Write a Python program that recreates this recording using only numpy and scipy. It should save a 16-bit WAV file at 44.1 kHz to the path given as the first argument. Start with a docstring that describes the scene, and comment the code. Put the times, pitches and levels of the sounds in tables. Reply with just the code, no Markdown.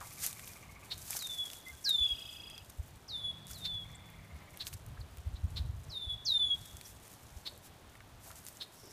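"""At a pond's edge someone works a mesh net out of the reeds: stems swish and snap, a far bird rattles.
Blackbirds cut in with dry 'check' notes and falling alarm whistles that echo off the banks; at 2 s
comes a buzzy trill of fast-repeated syllables. More whistles and a second rattle follow, while a far
hum comes and goes. Past 5 s the breeze bumps the microphone hardest, just before the last two whistles.
Then feet brush through the grass, and a thin, high trill closes the scene."""
import sys
import numpy as np
from scipy import signal
from scipy.fft import rfft, irfft, next_fast_len
from scipy.io import wavfile
from scipy.ndimage import map_coordinates

SR = 44100
rng = np.random.default_rng(int(sys.argv[2]) if len(sys.argv) > 2 else 0)


def file_out(sig):
    """Save sig as 16-bit WAV at sys.argv[1]."""
    # one column per channel
    cols = np.atleast_2d(sig).T
    # limit, then scale
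    lim = np.clip(cols, -1, 1)
    pcm = np.round(lim * 32767).astype(np.int16)
    wavfile.write(sys.argv[1], SR, pcm)


N = 393372
TOP_HZ = 15520  # top of the mix
BUZZ_S, THIN_S = .0358, .007  # syllable periods of the buzzy and the thin trill

# alarm whistles: t/s, held f/Hz, plunge depth/Hz, sag/(Hz/s), 2nd partial/dB, 3rd partial/dB,
# water echo delay/s, water echo gain/ratio, send to the far reeds/dB
ALARMS = [(1.181, 3625, 2750, 1034, -46, -39, 0, 0, -16),
          (1.839, 3650, 3500, 1217, -29.5, -32, .00697, 0.78, -22.5),
          (3.077, 3488, 3400, 532, -32, -23.5, 0, 0, -13.5),
          (3.529, 3674, 2800, 1117, -42, -47, 0, 0.33, -14), (5.891, 3600, 3300, 886, -36, -23, 0, 0, -11),
          (6.248, 3661, 3750, 1214, -33, -26.5, .00692, 0.88, -23.5)]
# one envelope per whistle, its last point ending the call: t/s, level/dB
ALARM_ENVELOPES = [
    [(1.181, -50.5), (1.262, -39.5), (1.284, -66), (1.298, -40.5), (1.346, -44), (1.374, -51.5),
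     (1.39, -38.5), (1.422, -36.5), (1.44, -43), (1.49, -50)],
    [(1.839, -38), (1.9, -31), (1.95, -32), (2.04, -33.5), (2.14, -37)],
    [(3.076, -51), (3.12, -44), (3.156, -39), (3.168, -44), (3.232, -50), (3.246, -39.5), (3.314, -42),
     (3.325, -48.5), (3.37, -60)],
    [(3.529, -72), (3.556, -53), (3.594, -63), (3.655, -42.5), (3.736, -44), (3.85, -48.5)],
    [(5.892, -55.5), (5.924, -49), (5.945, -44.5), (5.978, -38), (5.996, -55), (6.024, -41), (6.088, -50),
     (6.098, -39.5), (6.165, -43.5)],
    [(6.248, -41.5), (6.275, -35), (6.32, -32.5), (6.43, -34), (6.53, -34.5), (6.558, -40)],
]
# dry 'check' notes: t/s, level/dB
CHECK_CUES = [(0.9164, -32.5), (3.6535, -33.5), (4.6097, -33), (5.36, -53), (5.572, -34), (7.466, -32.5),
              (8.6153, -35)]
# throat resonance of a 'check': f/Hz, level/dB
THROAT_EQ = [(700, -21), (1500, -17.5), (2600, -14), (3300, -7.5), (3750, 2.5), (4350, 2.5), (4750, -12),
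             (5200, -10), (5900, -21.5), (13000, -29)]
# clear notes that open a song: t/s, length/s, f/Hz, level/dB
OPENING_NOTES = [(1.655, 0.04, 2058, -50.5), (1.68, 0.033, 2092, -53.5), (1.722, 0.033, 1580, -64),
                 (1.849, 0.044, 1632, -52)]
# trill layers: start/s, end/s, period/s, f/Hz, glide/Hz, rasp/Hz, syllable length/s, level/dB,
# level change over the trill/dB
TRILL_LAYERS = [(1.999, 2.574, BUZZ_S, 3300, -300, 40, 0.019, -38, -10),
                (2.018, 2.59, BUZZ_S, 3400, 0, 60, 0.02, -53, -3),
                (2.039, 2.59, BUZZ_S, 4883, 20, 60, 0.023, -52.5, -0.5),
                (2.02, 2.60, BUZZ_S, 2576, -40, 45, 0.016, -50, -5.5),
                (2.025, 2.603, BUZZ_S, 2845, 100, 131, 0.026, -50.5, -8),
                (8.75, 8.92, THIN_S, 5520, 307, 564, 0.0096, -62, 5.5)]
# a far bird's rattles: t/s, notes/count, first gap/s, gap growth/s, f/Hz, glide/Hz, length/s, level/dB
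RATTLE_CUES = [(0.042, 13, .062, .0005, 1135, 140, .026, -55.5),
               (3.842, 14, .0437, .0015, 1085, 320, .03, -60.5)]
# fundamental and octave of a rattle note: level/dB
RATTLE_PARTIALS = [-5, 1.5]
# pulls and strides that stir the stems: t/s, length/s, level/dB
STIR_CUES = [(0, 0.53, -61), (.83, 0.13, -67.5), (.97, 0.57, -61.5), (1.1, 0.07, -54.5),
             (1.65, 0.71, -66.5), (2.5, 0.38, -74.5), (3.47, 0.12, -64), (4.53, 0.21, -71.5),
             (5.75, 0.14, -80), (6.54, 0.36, -67.5), (7.02, 0.49, -71), (8.23, 0.38, -68.5),
             (8.72, 0.22, -69.5)]
# tone of the rustling stems: f/Hz, level/dB
STEM_EQ = [(250, -36), (600, -18), (1500, -7), (3200, -7.5), (6500, -0.5), (9000, -1), (13800, -2),
           (15400, -17)]
# the net scraping a stem: t/s, length/s, level/dB
SCRAPE_CUES = [(0.162, 0.18, -43.5), (0.223, 0.041, -41), (0.266, 0.015, -50), (1.043, 0.15, -50),
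               (1.151, 0.036, -41.5), (1.221, 0.0098, -41.5), (1.266, 0.013, -44), (1.674, 0.018, -66),
               (1.881, 0.035, -44), (2.693, 0.015, -51.5), (3.5, 0.029, -54), (4.66, 0.033, -44.5),
               (4.723, 0.03, -50), (6.647, 0.022, -54), (6.826, 0.11, -59.5), (7.615, 0.088, -59),
               (8.182, 0.17, -61), (8.344, 0.051, -60), (8.467, 0.019, -55)]
# dry stems snapping: t/s, level/dB, woody part against the crack/dB
SNAP_CUES = [(0.2644, -16, -20), (0.3295, -30.5, -7), (0.3957, -38, -1), (0.457, -39, -20),
             (0.4756, -35, -4), (0.5705, -41, -11), (0.852, -49, -15), (0.979, -35, -14),
             (1.1068, -19.5, -22), (1.1685, -24, -19), (1.2223, -35, -1), (1.502, -37, 4),
             (1.5332, -32.5, -0.5), (1.6842, -35.5, -9), (1.8925, -22.5, -26), (2.5, -37, -4),
             (2.5795, -42, 7), (2.647, -45, -2), (2.701, -47, -10), (3.469, -36, -22), (3.513, -33.5, -20),
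             (4.101, -46, -12), (4.5734, -34.5, -5), (4.669, -37.5, 12), (4.7295, -40.5, 5.5),
             (4.7388, -37, -15), (4.864, -40, -12), (5.172, -41.5, -7), (5.184, -43, -4), (6.659, -43, -4),
             (6.769, -34, -11), (6.8126, -36.5, 1), (7.0796, -39.5, -18), (7.1164, -45, -15),
             (7.5774, -40.5, -12), (8.3145, -37.5, -5), (8.357, -40, -14), (8.4513, -37, -22),
             (8.4662, -30, -16), (8.4855, -31, -9), (8.571, -37.5, -17)]
# squeaks among the wet stems: t/s, length/s, f/Hz, glide/Hz, level/dB
SQUEAK_CUES = [(3.501, 0.015, 1410, -200, -53), (3.945, 0.021, 7440, 491, -50.5),
               (4.967, 0.019, 1595, 603, -51.5), (5.003, 0.023, 4570, 500, -52.5),
               (6.846, 0.026, 5380, 1400, -49)]
# dull knocks, the first right as the scene opens, the rest of net frame and feet: t/s, f/Hz, t60/s, level/dB
KNOCK_CUES = [(0.01, 990, 0.14, -43.5), (0.227, 1080, 0.23, -66), (0.394, 1890, 0.016, -43),
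              (1.103, 755, 0.04, -48.5), (1.151, 704, 0.075, -46.5), (1.13, 2590, 0.033, -40.5),
              (7.522, 510, 0.18, -54), (7.954, 1800, 0.022, -50), (8.005, 1870, 0.024, -47.5),
              (8.262, 720, 0.36, -57.5), (8.305, 1470, 0.12, -52), (8.832, 392, 0.32, -55)]
# strength of the breeze: t/s, level/dB
BREEZE_ENVELOPE = [(0.0, -60), (0.4, -66.5), (0.82, -58), (1.19, -69), (2.98, -61), (3.4, -65.5),
                   (3.7, -56), (4.27, -60), (4.55, -69), (4.72, -55), (5.24, -56.5), (5.37, -48.5),
                   (5.59, -46), (5.96, -58), (6.43, -62), (6.61, -55), (7.08, -67), (8.12, -61.5),
                   (8.92, -73)]
# tone of the buffeting: f/Hz, level/dB
BUFFET_EQ = [(15, -50), (28, -9), (50, -2), (72, 1), (105, 0), (175, -14), (350, -33), (800, -75)]
# single eddies on the microphone: t/s, width/s, f/Hz, level/dB
EDDY_CUES = [(1.739, 0.026, 70, -49.5), (2.017, 0.0097, 63.4, -36), (2.13, 0.013, 58.4, -40.5),
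             (2.801, 0.0093, 69, -30), (4.349, 0.027, 74, -43.5), (4.732, 0.021, 85, -45),
             (5.001, 0.018, 58.5, -45), (5.191, 0.02, 69, -40), (5.274, 0.011, 74, -29),
             (5.345, 0.0099, 66, -32), (5.448, 0.012, 77, -24.5), (5.452, 0.0081, 187, -43),
             (5.606, 0.017, 76.5, -30), (5.7, 0.0086, 89, -29.5), (5.78, 0.02, 72, -47),
             (6.079, 0.01, 71, -35.5), (6.751, 0.013, 81.4, -45), (7.372, 0.01, 63, -39.5)]
# reverb time of the far banks: f/Hz, t60/s
SHORE_DECAY = [(1500, 1.5), (3500, 1.2), (7000, 0.23), (14000, 0.2)]
# tones of the far hum: f/Hz, level/dB
HUM_TONES = [(153.4, -59), (191, -64.5), (107, -61)]
# swells of the far hum: t/s, length/s, level/dB
HUM_CUES = [(0, 1.1, -6), (3.05, 1.37, 0.5)]
# open-air bed: f/Hz, level/dB
AIR_EQ = [(35, -13), (60, -22), (95, -4), (358, -12.5), (462, -13.5), (519, -14), (654, -11.5),
          (1140, -15.5), (2570, -22), (3480, -21.5), (9430, -39.5), (14300, -65), (15400, -31)]


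def whistles(plunge_s=.04, attack_s=.011, release_s=.023, waver=.0033, hoarseness=.035):
    """Alarm calls plunge hoarsely, then sag; returns the direct sound, near-reed send and far send."""
    near, scattered, far = np.zeros((3, N))
    flutter, rasp = wobble(120), wobble(900)
    for alarm, levels in zip(ALARMS, ALARM_ENVELOPES):
        s, hz, plunge_hz, sag, second_db, third_db, water_delay, water_gain, far_db = alarm
        length = levels[-1][0] - s
        t, start = clock(length), round(s * SR)
        glide = hz - sag * t + plunge_hz / (1 + t / plunge_s) ** 3
        shake = hoarseness * np.maximum(np.log2(glide / hz), 0) * rasp[start:][:len(t)]
        pitch = glide * (1 + shake + waver * flutter[start:][:len(t)])
        phase = 2 * np.pi * np.cumsum(pitch) / SR
        partials = enumerate([second_db, third_db, third_db - 19], 2)
        overtones = sum(amp(db) * np.sin(k * phase) * (k * pitch < SR / 2) for k, db in partials)
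        richness = np.sqrt(np.abs(np.sin(np.pi * t / length)))  # fullest in mid-call
        gate = np.clip(t / attack_s, 0, 1) * np.clip((length - t) / release_s, 0, 1)
        envelope = np.sqrt(2) * gate * amp(np.interp(s + t, *np.transpose(levels)))
        call = envelope * (np.sin(phase) + richness * overtones)
        water_echo = water_gain * np.interp(t - water_delay, t, call)  # beats against the glide
        add(near, s, call + water_echo)
        add(scattered, s, call * amp(22.5 * np.log2(pitch / hz)))  # the high start scatters more
        add(far, s, amp(far_db) * envelope * np.sin(phase))  # overtones do not carry that far
    return near, scattered, far


def checks(peak_s=.0032, rise_s=.011, fall_s=.016, trim_db=-5):
    """A 'check' is a short, rasping puff of noise in the bird's throat resonance."""
    swell, t = np.zeros(N), np.arange(N) / SR
    for s, db in CHECK_CUES:
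        since = t - s - peak_s
        swell += amp(db + trim_db) * np.exp(-(since / np.where(since < 0, rise_s, fall_s)) ** 2)
    rasp = unit(amp(wobble(460)))
    return swell * rasp * noise(THROAT_EQ)


def songs():
    """Birds farther off: a few clear notes, and buzzy trills of one fast-repeated syllable."""
    out = np.zeros(N)
    for s, length, hz, db in OPENING_NOTES:
        add(out, s, amp(db + 7) * chirp(length, hz, 0))
    for first, last, period, hz, glide_hz, rasp_hz, length, db, ramp_db in TRILL_LAYERS:
        for s in np.arange(first, last, period):
            level = db + ramp_db * (s - first) / (last - first) + rng.standard_normal()
            add(out, s, amp(level) * chirp(length, hz, glide_hz, rasp_hz))
    return out


def rattles(rasp_hz=100, blur_db=-4):
    """From across the pond: runs of hoarse, rising notes that slow a little, blurred by the reeds."""
    out = np.zeros(N)
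    for first, count, gap, slowing, hz, glide_hz, length, db in RATTLE_CUES:
        for n in range(count):
            s = first + n * (gap + slowing * (n - 1) / 2)
            level = db + rng.standard_normal()
            for k, partial_db in enumerate(RATTLE_PARTIALS, 1):
                add(out, s, amp(level + partial_db) * chirp(length, k * hz, k * glide_hz, k * rasp_hz))
    return out + amp(blur_db) * reed_scatter(out, t60=.95)


def rustle(slips_per_s=4500, spread_db=2.8, rest_db=-75.5, trim_db=6):
    """Leaves slide over the mesh: tiny slips on a soft swish, with crackle and a few harder scrapes."""
    sizes = np.sign(rng.standard_normal(N)) * amp(spread_db * np.minimum(rng.exponential(size=N), 3))
    slips = (rng.random(N) < slips_per_s / SR) * sizes
    grain = unit(coloured(slips, STEM_EQ) + amp(-1) * noise(STEM_EQ))
    stirring = np.hypot(amp(rest_db), swells(STIR_CUES, attack_s=.005, fade_db_per_s=84))
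    force = amp(trim_db) * stirring * catches()
    scraping = np.zeros(N)
    for s, length, db in SCRAPE_CUES:
        add(scraping, s, amp(db) * np.sin(np.pi * clock(length) / length) ** 2)
    crackle = amp(-4) * fibres()
    return (force + scraping) * grain + force * crackle


def catches(per_s=30, ease_s=.012, strength=1.1):
    """Stems catch on the mesh and let go: a gain that jumps at random and eases off; rms 1."""
    jerks = (rng.random(N) < per_s / SR) * rng.random(N) * strength
    return unit(1 + signal.lfilter([1], [1, -np.exp(-1 / (ease_s * SR))], jerks))


def fibres(per_s=170, ring_cycles=12, centre_hz=9000, pitch_spread=.27):
    """Dry fibres flick at random, each ringing for an instant at its own pitch; rms 1."""
    when, tuning, softness, phase = np.hsplit(rng.random((int(per_s * N / SR), 4)), 4)
    t = clock(.012)
    hz = centre_hz * np.exp(pitch_spread * np.sqrt(3) * (2 * tuning - 1))
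    size = amp(-4 * np.log(np.maximum(softness, .12)))
    rings = size * amp(-60 * t * hz / ring_cycles) * np.sin(2 * np.pi * (hz * t + phase))
    places = (when * N).astype(int) + np.arange(len(t))
    return unit(np.bincount(places.ravel(), rings.ravel(), N)[:N])


def snaps(crack_t60=.0036, splinter_t60=.04, bright_hz=9500, woody_hz=3200, trim_db=-4):
    """A stem cracks at once and its fibres splinter for a moment; thick stems sound lower."""
    out, t = np.zeros(N), clock(.05)
    fade = amp(-60 * t / crack_t60) + amp(-19 - 60 * t / splinter_t60)
    for s, db, woody_db in SNAP_CUES:
        tuning = np.exp(.15 * rng.standard_normal())
        add(out, s, amp(db + trim_db) * burst(fade, tuning * bright_hz, breadth=.6))
        add(out, s, amp(db + woody_db + trim_db) * burst(fade, tuning * woody_hz, breadth=.6))
    return out


def handling():
    """The net is pulled and carried: wet stems squeak, frame and feet give dull knocks."""
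    out, t = np.zeros(N), clock(.15)
    for s, length, hz, glide_hz, db in SQUEAK_CUES:
        add(out, s, amp(db) * chirp(length, hz, glide_hz, rasp_hz=.1 * hz))
    for s, hz, t60, db in KNOCK_CUES:
        add(out, s, burst(amp(db - 60 * t / t60), hz, breadth=.35))
    return out


def breeze(trim_db=2, lumpy_db=4.5):
    """Low, lumpy buffeting on the microphone; single eddies push and pull it in soft bumps."""
    t = np.arange(N) / SR
    out = amp(curve(BREEZE_ENVELOPE) + trim_db + lumpy_db * wobble(27)) * noise(BUFFET_EQ)
    for s, width, hz, db in EDDY_CUES:
        out += amp(db) * np.exp(-((t - s) / width) ** 2) * np.sin(2 * np.pi * hz * (s - t))
    return out


def reed_scatter(x, t60=.21, onset_s=.0016):
    """The stand of reeds scatters a call into a short blur."""
    t = clock(.4)
    tail = rng.standard_normal(len(t)) * amp(-60 * t / t60) * (1 - np.exp(-t / onset_s))
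    return signal.fftconvolve(x, tail / np.linalg.norm(tail))[:N]


def shore(x):
    """The far banks answer with a long tail whose top end dies first."""
    hz, t, spectra = signal.stft(rng.standard_normal(SR), SR, nperseg=256)
    decay = amp(-60 * t / along(SHORE_DECAY, hz)[:, None])
    _, tail = signal.istft(spectra * decay, SR, nperseg=256)
    return signal.fftconvolve(x, tail / np.linalg.norm(tail))[:N]


def far_hum(drift_hz=5, waver_db=1.9):
    """Something hums far away: three low, wavering tones that come and go."""
    hum = np.zeros(N)
    for hz, db in HUM_TONES:
        phase = 2 * np.pi * np.cumsum(hz + drift_hz * wobble(25)) / SR
        hum += amp(db + waver_db * wobble(14)) * np.sin(phase)
    return swells(HUM_CUES, attack_s=.17, fade_db_per_s=96) * hum


def open_air(level_db=-59.5, waver_db=.63):
    """A soft, nearly steady bed of outdoor murmur."""
    return amp(level_db + waver_db * wobble(10)) * noise(AIR_EQ)


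def chirp(length, hz, glide_hz, rasp_hz=0):
    """A short, softly rounded gliding tone; rasp shakes its pitch."""
    t = clock(length)
    shake = np.interp(t, np.arange(40) / 600, rng.standard_normal(40))
    pitch = hz + glide_hz * (t / length - .5) + rasp_hz * shake
    return np.sin(np.pi * t / length) ** 2 * np.sin(2 * np.pi * np.cumsum(pitch) / SR)


def burst(fade, hz, breadth):
    """Noise in one resonance under a dying envelope, with the energy of that envelope."""
    band_hz = [hz / (1 + breadth), min(hz * (1 + breadth), TOP_HZ)]
    body = signal.butter(1, band_hz, "band", fs=SR)
    hiss = rng.standard_normal(2 * len(fade))
    ring = signal.lfilter(*body, signal.lfilter(*body, hiss))[len(fade):]
    return unit(ring * fade) * np.sqrt(np.mean(fade ** 2))


def swells(cues, attack_s, fade_db_per_s):
    """Gain of overlapping cues (t/s, length/s, level/dB): each rises, holds and dies away."""
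    t = np.arange(N) / SR
    gains = [np.clip((t - s) / attack_s, 0, 1) * amp(db - fade_db_per_s * np.maximum(t - s - length, 0))
             for s, length, db in cues]
    return np.linalg.norm(gains, axis=0)


def amp(db):
    """Decibels as a gain."""
    return 10 ** (np.asarray(db) / 20)


def unit(x):
    """x at rms 1."""
    return x / np.sqrt(np.mean(x ** 2) + 1e-20)


def along(points, hz):
    """Read (f/Hz, value) points on a log axis."""
    f, values = np.transpose(points)
    return np.interp(np.log(hz + 1), np.log(f + 1), values)


def curve(points):
    """(t/s, value) points as one value per sample."""
    return np.interp(np.arange(N) / SR, *np.transpose(points))


def clock(length):
    """Sample times of a sound of this length."""
    return np.arange(int(length * SR)) / SR


def wobble(rate):
    """A smooth random curve, rate knots a second."""
    return map_coordinates(rng.standard_normal(int(N * rate / SR) + 4), [np.arange(N) * rate / SR])


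def filtered(x, response):
    """x through a frequency response."""
    size = next_fast_len(N + SR // 2)
    return irfft(rfft(x, size) * response(np.fft.rfftfreq(size, 1 / SR)), size)[:N]


def coloured(x, eq):
    """x through an EQ curve (f/Hz, level/dB), at rms 1."""
    return unit(filtered(x, lambda hz: amp(along(eq, hz))))


def noise(eq):
    """Coloured noise of rms 1."""
    return coloured(rng.standard_normal(N), eq)


def add(track, s, sound):
    """Mix a sound into the track at time s."""
    i = max(round(s * SR), 0)
    track[i:i + len(sound)] += sound[:max(N - i, 0)]


def scene():
    """Birds direct, through the reeds and off the banks, over the net, breeze, hum and open air."""
    alarm, scattered_alarm, far_alarm = whistles()
    check = checks()
    song = songs() + rattles()
    reed_send = amp(-16) * scattered_alarm + amp(-15) * check + amp(-4) * far_alarm + amp(-7) * song
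    blur = reed_scatter(reed_send, t60=.22)
    echo = shore(far_alarm + amp(-24) * check + amp(-23) * song)
    add(echo, .33, amp(-11.5) * reed_scatter(far_alarm))  # one distinct slap off the bank
    birds = alarm + check + song + blur + echo
    foley = rustle() + snaps() + handling()
    return (birds + foley + breeze() + far_hum() + open_air())[None]


def record(dry):
    """A brick-wall low-pass on the mono mix."""
    return filtered(dry[0], lambda hz: hz < TOP_HZ)[None]


dry = scene()
out = record(dry)
file_out(out)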